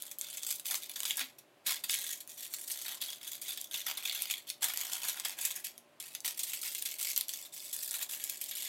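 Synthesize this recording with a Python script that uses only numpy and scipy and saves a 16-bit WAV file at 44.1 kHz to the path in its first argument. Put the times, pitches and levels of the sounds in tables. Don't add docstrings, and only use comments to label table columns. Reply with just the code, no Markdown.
import sys
import numpy as np
from scipy import signal
from scipy.fft import rfft, irfft
from scipy.io import wavfile
from scipy.ndimage import uniform_filter1d

SR = 44100
rng = np.random.default_rng(int(sys.argv[2]) if len(sys.argv) > 2 else 0)


def pcm_store(signal):
    levels = np.round(np.clip(np.atleast_2d(signal), -1, 1) * 32767)
    wavfile.write(sys.argv[1], SR, levels.astype(np.int16).T)


N = 382788
T = np.arange(N) / SR
PANEL_LOW_HZ, PANEL_HZ, BODY_HZ = 130, 1700, 5000


def undb(db):
    return 10 ** (np.asarray(db) / 20)


def unit(x):
    return x / np.sqrt(np.mean(x ** 2) + 1e-20)


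def decay(t, t60):
    return np.exp(-np.log(1000) * t / t60)


def cut(x, hz, kind):
    return signal.sosfilt(signal.butter(4, hz, kind, fs=SR, output="sos"), x)


def response(points, extra_db=0., size=1024):
    hz, db = np.transpose(points)
    f = np.maximum(np.arange(size // 2 + 1) * SR / size, 1)
    level_db = np.interp(np.log(f), np.log(hz), db) + extra_db
    cepstrum = irfft(np.log(undb(level_db)))
    cepstrum[1:size // 2] *= 2
    cepstrum[size // 2 + 1:] = 0
    return irfft(np.exp(rfft(cepstrum)))


def through(x, impulse):
    return signal.oaconvolve(x, impulse)[:len(x)]


def at(table, s, axis):
    rows = np.array(table)
    return np.interp(s, rows[:, 0], rows[:, axis])


def balance(x, body_db, panel_db, size=None):
    treble = cut(x, BODY_HZ, "high")
    body = cut(x, [PANEL_HZ, BODY_HZ], "band")
    panel = cut(x, [PANEL_LOW_HZ, PANEL_HZ], "band")
    gains = 1, undb(body_db), undb(panel_db)
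    mix = sum(g * b / np.sqrt(np.mean(b[:size] ** 2)) for g, b in zip(gains, (treble, body, panel)))
    return mix / np.sqrt(sum(g ** 2 for g in gains))


# start_s, level_db (over the first 5 ms), body_over_treble_db, shiver_over_tick_db
CREASES = [(0.0227, -33.5, -40, -28), (0.1142, -37, -12.5, -7), (0.1858, -35, -27, -6),
           (0.2122, -29.5, -19, -18), (0.372, -35, -12, -4), (0.4331, -32.5, -19, -28),
           (0.5114, -29.5, -28, -13), (0.5973, -35.5, -12, -15), (0.7091, -28.5, -8.5, 3),
           (0.7437, -29.5, -4, -16), (0.834, -39, -4, -15), (0.959, -34.5, -3.5, 0),
           (1.0041, -30.5, -8, -21), (1.0328, -31.5, -5, -14), (1.0532, -29, -4.5, -5),
           (1.099, -32.5, 1, -11), (1.1076, -26, 1.5, -16), (1.1708, -29.5, -28, -11),
           (1.194, -30, -3, -12), (1.2085, -33.5, 2, 1), (1.385, -47.5, -11.5, 3), (1.6652, -28.5, -9, -2),
           (1.8374, -31.5, -7.5, 16), (1.8962, -29, 8, -15), (1.951, -33, 4, -14), (2.1265, -35, -12, 2),
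           (2.205, -38.5, -10.5, -2), (2.2755, -43, -16, -13), (2.5384, -31, -9.5, -11),
           (2.677, -35, -19, 3), (2.715, -30, -25, 0), (3.0162, -33.5, -5, -3), (3.2732, -36.5, -7, 6),
           (3.3153, -37, -14, 4), (3.4157, -37, -24, -1), (3.5745, -35, -4, -8), (3.482, -38, -11, 8),
           (3.614, -34, -26, -26), (3.6431, -39, -16, -16), (3.712, -39, -1, -9), (3.742, -31, 2, -5),
           (3.8142, -41, 8, -19), (3.8673, -32, -5, -9), (3.972, -34, -4.5, 4), (4.1494, -32, -6.5, -10),
           (4.2212, -26, -24, -13), (4.3013, -39, -1, -16), (4.3086, -32, 4, -13), (4.5012, -31, -4.5, -14),
           (4.628, -27, -6.5, 2), (4.643, -27, -17, -18), (4.6834, -33, -11, 1), (4.7181, -41.5, -2, 1),
           (4.737, -32, -10, -9), (4.774, -27.5, -14.5, -21), (4.806, -35, -9, -17),
           (4.8122, -29.5, -10, -8), (4.9339, -29.5, -11, -18), (5.0414, -36.5, 0, -8),
           (5.0832, -28, -9, 6), (5.1987, -32, -10, -13), (5.256, -33.5, 12, -18), (5.4117, -32, -14, -1),
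           (5.4511, -24, -13.5, -3), (5.5591, -34.5, -21, 11), (5.779, -43.5, -14, -13),
           (6.0004, -37, -10, -1), (6.1505, -33, -5.5, -13), (6.2046, -39, -30, -16),
           (6.2481, -33.5, -6, 1), (6.259, -30, -5.5, -12), (6.4327, -28.5, -11, 3),
           (6.5347, -31, -7, -8.5), (6.6154, -35.5, -20, -2), (6.749, -31.5, -8, -9),
           (6.8238, -29, -14, -16), (6.8573, -31, -7.5, 7), (7.0836, -38, -19, -18),
           (7.1627, -27, -16, -20), (7.177, -22.5, -21, -20), (7.2105, -27, -11, -25),
           (7.2835, -35.5, -21, -16), (7.2923, -32, -9, -12), (7.337, -33, -14, -6),
           (7.7367, -37.5, -17, 2), (7.828, -34, -14, 1), (7.91, -32, -25, -11), (7.9399, -32.5, -8.5, -1),
           (8.0262, -31.5, -14.5, 4), (8.1327, -36, -5.5, 1), (8.24, -29.5, -25, -19),
           (8.2976, -29.5, -25, -11), (8.4141, -32, -11, -7), (8.5112, -34, -9, -9)]


def snaps(creases, hands, tick_t60=0.0011, body_t60=0.0016, shiver_t60=0.042, tail_t60=0.14, tail_db=-5,
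          build_s=0.0015, shiver_gain_db=6.5, ripple_db=6.0, tail_ripple_db=1.5, spike_db=3,
          panel_db=-3, pop_db=5, gain_db=-1.81):
    t = T[:SR // 10]
    out = np.zeros(N + len(t))
    for s, db, body_db, shiver_db in creases:
        bulk = min(undb(body_db), 1)
        colour = facet(s, ripple_db, focus=1 + bulk)
        tick = rng.standard_normal(len(t)) * decay(t, tick_t60 + body_t60 * bulk)
        tick[0] += undb(spike_db) * (1 - bulk) * np.linalg.norm(tick)
        build = 1 - np.exp(-t / build_s)
        shiver = rng.standard_normal(len(t)) * decay(t, shiver_t60) * build
        tail = rng.standard_normal(len(t)) * decay(t, tail_t60) * build
        late = unit(through(tail, facet(s, tail_ripple_db)))
        ring = unit(through(shiver, colour)) + undb(tail_db) * late
        snap = unit(through(tick, colour)) + undb(shiver_db + shiver_gain_db) * ring
        panel_over_body_db = at(hands, s, axis=3) - at(hands, s, axis=2) + panel_db + pop_db * bulk
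        snap = balance(snap, body_db, body_db + panel_over_body_db, size=220)
        start = max(int(s * SR), 0)
        out[start:start + len(t)] += undb(db + gain_db) * snap
    return out[:N]


def small_creases(hands, over_db=4, spread_db=2.5, body_db=-6, body_spread_db=5, shiver_db=-7,
                  shiver_spread_db=6, count=170):
    s = (np.arange(count) + rng.random(count)) * T[-1] / count
    size, body, shiver = np.clip(rng.standard_normal((count, 3)), -2, 2).T
    level = at(hands, s, axis=1) + over_db + spread_db * size
    body_over_treble = at(hands, s, axis=2) + body_db + body_spread_db * body
    return np.column_stack([s, level, body_over_treble, shiver_db + shiver_spread_db * shiver])


def crackle(hands, per_s=600, spread_db=4.0, ripple_db=8.0, shiver_db=-2, shiver_t60=0.043, rub_db=-20,
            body_db=-2.0, panel_db=-1.0, gain_db=-1.9, count=240):
    t = T[:SR // 20]
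    life = SR // 2
    chance = per_s * T[-1] / count / life
    out = np.zeros(N + 2 * life)
    for start in np.linspace(0, N + life, count).astype(int):
        sizes = undb(spread_db * np.minimum(rng.exponential(size=life), 5))
        buckles = (rng.random(life) < chance) * sizes
        shiver = unit(rng.standard_normal(len(t)) * decay(t, shiver_t60))
        ring = undb(shiver_db) * shiver / np.sqrt(len(t))
        ring[0] += 1
        colour = facet((start - life / 2) / SR, ripple_db)
        out[start:start + life] += through(buckles, unit(through(ring, colour)))
    rubbing = unit(through(rng.standard_normal(N), response(FOIL_COLOUR)))
    out = unit(out[life:life + N]) + undb(rub_db) * rubbing
    out /= np.sqrt(uniform_filter1d(out ** 2, size=1100) + 1e-9)
    out = balance(out, at(hands, T, axis=2) + body_db, at(hands, T, axis=3) + panel_db)
    return out * undb(at(hands, T, axis=1) + gain_db)


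def pinpricks(hands, per_s=22, gain_db=21, edge_hz=6500):
    kinks = (rng.random(N) < per_s / SR) * (.5 + rng.random(N))
    return cut(kinks, edge_hz, "high") * undb(at(hands, T, axis=1) + gain_db)


# start_s, length_s, level_db, body_over_treble_db, panel_over_treble_db
FINGER_SQUEEZES = [(0, 0.08, -50, -6.5, -17), (0.212, 0.17, -46, -4, -20), (0.421, 0.05, -42.5, -8, -21),
                   (0.467, 0.057, -36, -10, -26), (0.657, 0.04, -38, -6, -24),
                   (0.7, 0.047, -37, -8.5, -16.5), (0.817, 0.014, -43.5, 0, -29),
                   (0.892, 0.02, -43.5, -5, -19.5), (0.957, 0.098, -47, -5, -17),
                   (1.066, 0.054, -39.5, 1.5, -22), (1.177, 0.024, -37, 1.5, -10),
                   (1.667, 0.05, -31.5, -2, -14.5), (1.895, 0.049, -32, -4, -26.5),
                   (1.959, 0.17, -39.5, -2.5, -21), (2.292, 0.023, -47.5, -6, -31),
                   (2.377, 0.082, -44, -5.5, -25), (2.511, 0.14, -46, -8.5, -22),
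                   (2.679, 0.17, -43.5, -6, -18.5), (2.85, 0.078, -40, -3, -11.5),
                   (3.014, 0.03, -38.5, -2.5, -19), (3.065, 0.069, -43.5, -4.5, -19),
                   (3.214, 0.06, -48, -1, -15), (3.319, 0.022, -43, -2.5, -17),
                   (3.418, 0.053, -44.5, -3, -21), (3.485, 0.038, -40, -1, -16),
                   (3.568, 0.083, -50.5, -4, -26), (3.724, 0.077, -40.5, -1, -20),
                   (3.864, 0.037, -36, -0.5, -11.5), (3.957, 0.089, -46.5, 2, -10.5),
                   (4.051, 0.043, -36, 2, -16), (4.127, 0.13, -41.5, 0.5, -16), (4.3, 0.021, -34, 1, -16),
                   (4.475, 0.02, -46.5, 1, -24), (4.622, 0.033, -33.5, -3.5, -9.5),
                   (4.757, 0.13, -42, -3.5, -11.5), (4.919, 0.045, -37.5, -4, -14),
                   (5.02, 0.09, -38.5, -5, -15), (5.14, 0.052, -44, 1, -7.5), (5.245, 0.04, -38, -0.5, -12),
                   (5.378, 0.03, -41.5, -2.5, -12), (5.408, 0.099, -40, -3, -16.5),
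                   (5.555, 0.014, -43.5, -3.5, -10), (5.645, 0.0067, -39.5, -2, -30),
                   (6.012, 0.046, -47, -1.5, -16), (6.11, 0.027, -51.5, 0, -18),
                   (6.249, 0.044, -37.5, -5, -17.5), (6.377, 0.027, -38.5, -5.5, -25.5),
                   (6.47, 0.11, -42, -4.5, -28), (6.633, 0.046, -36.5, -3.5, -20.5),
                   (6.71, 0.094, -43, -6, -32), (6.851, 0.088, -42.5, -4, -24),
                   (6.992, 0.12, -36, -7, -23.5), (7.167, 0.025, -38, -6.5, -22),
                   (7.285, 0.15, -45.5, -7.5, -21.5), (7.529, 0.18, -45.5, -8.5, -27),
                   (7.726, 0.17, -41.5, -10.5, -24), (7.907, 0.11, -41, -8, -18),
                   (8.094, 0.066, -40.5, -9, -22.5), (8.195, 0.16, -43, -6.5, -24),
                   (8.409, 0.15, -45, -7, -29), (8.54, 0.2, -40, -4.5, -25.5)]
BITE_DB_PER_S, EASE_DB_PER_S, RELEASE_DB_PER_S = 1900, 6, 262
SETTLE_DB, SETTLE_DB_PER_S = -10, 163


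def grip(glide_s=0.012):
    t = T[::SR // 1000]
    start, length, db, body_db, panel_db = np.transpose(FINGER_SQUEEZES)
    since = t[:, None] - start
    after = np.maximum(since - length, 0)
    bite = BITE_DB_PER_S * np.minimum(since, 0)
    held = EASE_DB_PER_S * (length / 2 - np.clip(since, 0, length))
    release = np.maximum(-RELEASE_DB_PER_S * after, SETTLE_DB - SETTLE_DB_PER_S * after)
    levels = db + bite + held + release
    lead = levels.argmax(axis=1)
    glide = max(int(glide_s / t[1]), 1)
    colours = [uniform_filter1d(c[lead], size=glide) for c in (body_db, panel_db)]
    return np.column_stack([t, levels.max(axis=1), *colours])


# (per Hz, relative)
FOIL_COLOUR = [(60, -57), (150, -21.5), (400, -27.5), (750, -10.5), (1100, -10), (1600, -9), (2300, -0.5),
               (2900, -0.5), (3600, -0.5), (5200, -4.5), (7500, 1.5), (10000, -0.5), (12300, 3),
               (16000, -6)]
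# start_s, level_db (height of its resonance, before the focus in facet())
PACKET_RING = [(0, 9.5), (1.2, 4.5), (1.7, 5), (2.8, 4.5), (3.1, 11), (3.75, 9.5), (4.4, 6.5), (5.8, 2.5),
               (6.8, 4.5), (7.5, 9.5), (8.68, 3.5)]
PACKET_HZ, PACKET_WIDTH_HZ = 3487, 560


def facet(s, ripple_db, focus=0.95, pitch_spread=0.04, size=1024, count=56):
    f = np.arange(size // 2 + 1) * SR / size
    modes = rng.uniform(-np.sqrt(3), np.sqrt(3), count)
    own = np.interp(np.sqrt(f), np.linspace(0, np.sqrt(SR / 2), count), modes)
    centre = PACKET_HZ * (1 + pitch_spread * rng.standard_normal())
    packet = focus * at(PACKET_RING, s, axis=1) / (1 + (2 * (f - centre) / PACKET_WIDTH_HZ) ** 2)
    return response(FOIL_COLOUR, packet + ripple_db * own, size=size)


# start_s, pitch_hz, level_db (peak, before the onset and decay), t60_s
SHEET_FLEXES = [(1.213, 265, -52.5, 0.19), (1.665, 190, -56, 0.1)]


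def flexes(rise_s=0.0015):
    out = 0
    for s, hz, db, t60 in SHEET_FLEXES:
        t = np.maximum(T - s, 0)
        swing = (1 - np.exp(-t / rise_s)) * decay(t, t60)
        out = out + undb(db) * swing * np.sin(2 * np.pi * hz * t)
    return out


def kitchen(x, wet_db=-11, low_t60=0.2, high_t60=0.18, treble_db=-3, first_s=0.0017):
    t = T[:SR // 2]
    noise = rng.standard_normal(len(t))
    low = cut(noise, BODY_HZ, "low") * decay(t, low_t60)
    high = cut(noise, BODY_HZ, "high") * decay(t, high_t60)
    echo = unit((low + undb(treble_db) * high) * (t > first_s)) / np.sqrt(len(t))
    return x + undb(wet_db) * through(x, echo)


# pitch_hz, level_db (rms, before wavering)
APPLIANCE_HUM = [(120, -91), (145.4, -87.5), (237.2, -81.5), (301.3, -84), (587.2, -76.5), (705.2, -89),
                 (1044, -86)]


def hum(waver_db=2.5, count=70):
    out = np.zeros(N)
    for hz, db in APPLIANCE_HUM:
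        waver = np.interp(T, np.linspace(0, T[-1], count), rng.standard_normal(count))
        tone = np.sin(2 * np.pi * (hz * T + rng.random()))
        out += np.sqrt(2) * undb(db + waver_db * waver) * tone
    return out


# (per Hz, relative)
AIR_COLOUR = [(25, -52), (55, -22), (92, -16.5), (137, -9.5), (240, -11.5), (370, -2.5), (450, -11),
              (600, -4), (1020, -10.5), (1400, -13.5), (2900, -14.5), (5500, -24.5), (9500, -26),
              (12500, -27), (16000, -32)]


def room_air(level_db=-66):
    return undb(level_db) * unit(through(rng.standard_normal(N), response(AIR_COLOUR, size=8192)))


def scene():
    hands = grip()
    creases = [*CREASES, *small_creases(hands)]
    foil = snaps(creases, hands) + crackle(hands) + pinpricks(hands) + flexes()
    return (kitchen(foil) + room_air() + hum())[None]


def record(dry):
    top_hz = 15950
    steep = signal.ellip(10, .2, 85, top_hz, fs=SR, output="sos")
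    return signal.sosfilt(steep, cut(dry, 22, "high"))


dry = scene()
out = record(dry)
pcm_store(out)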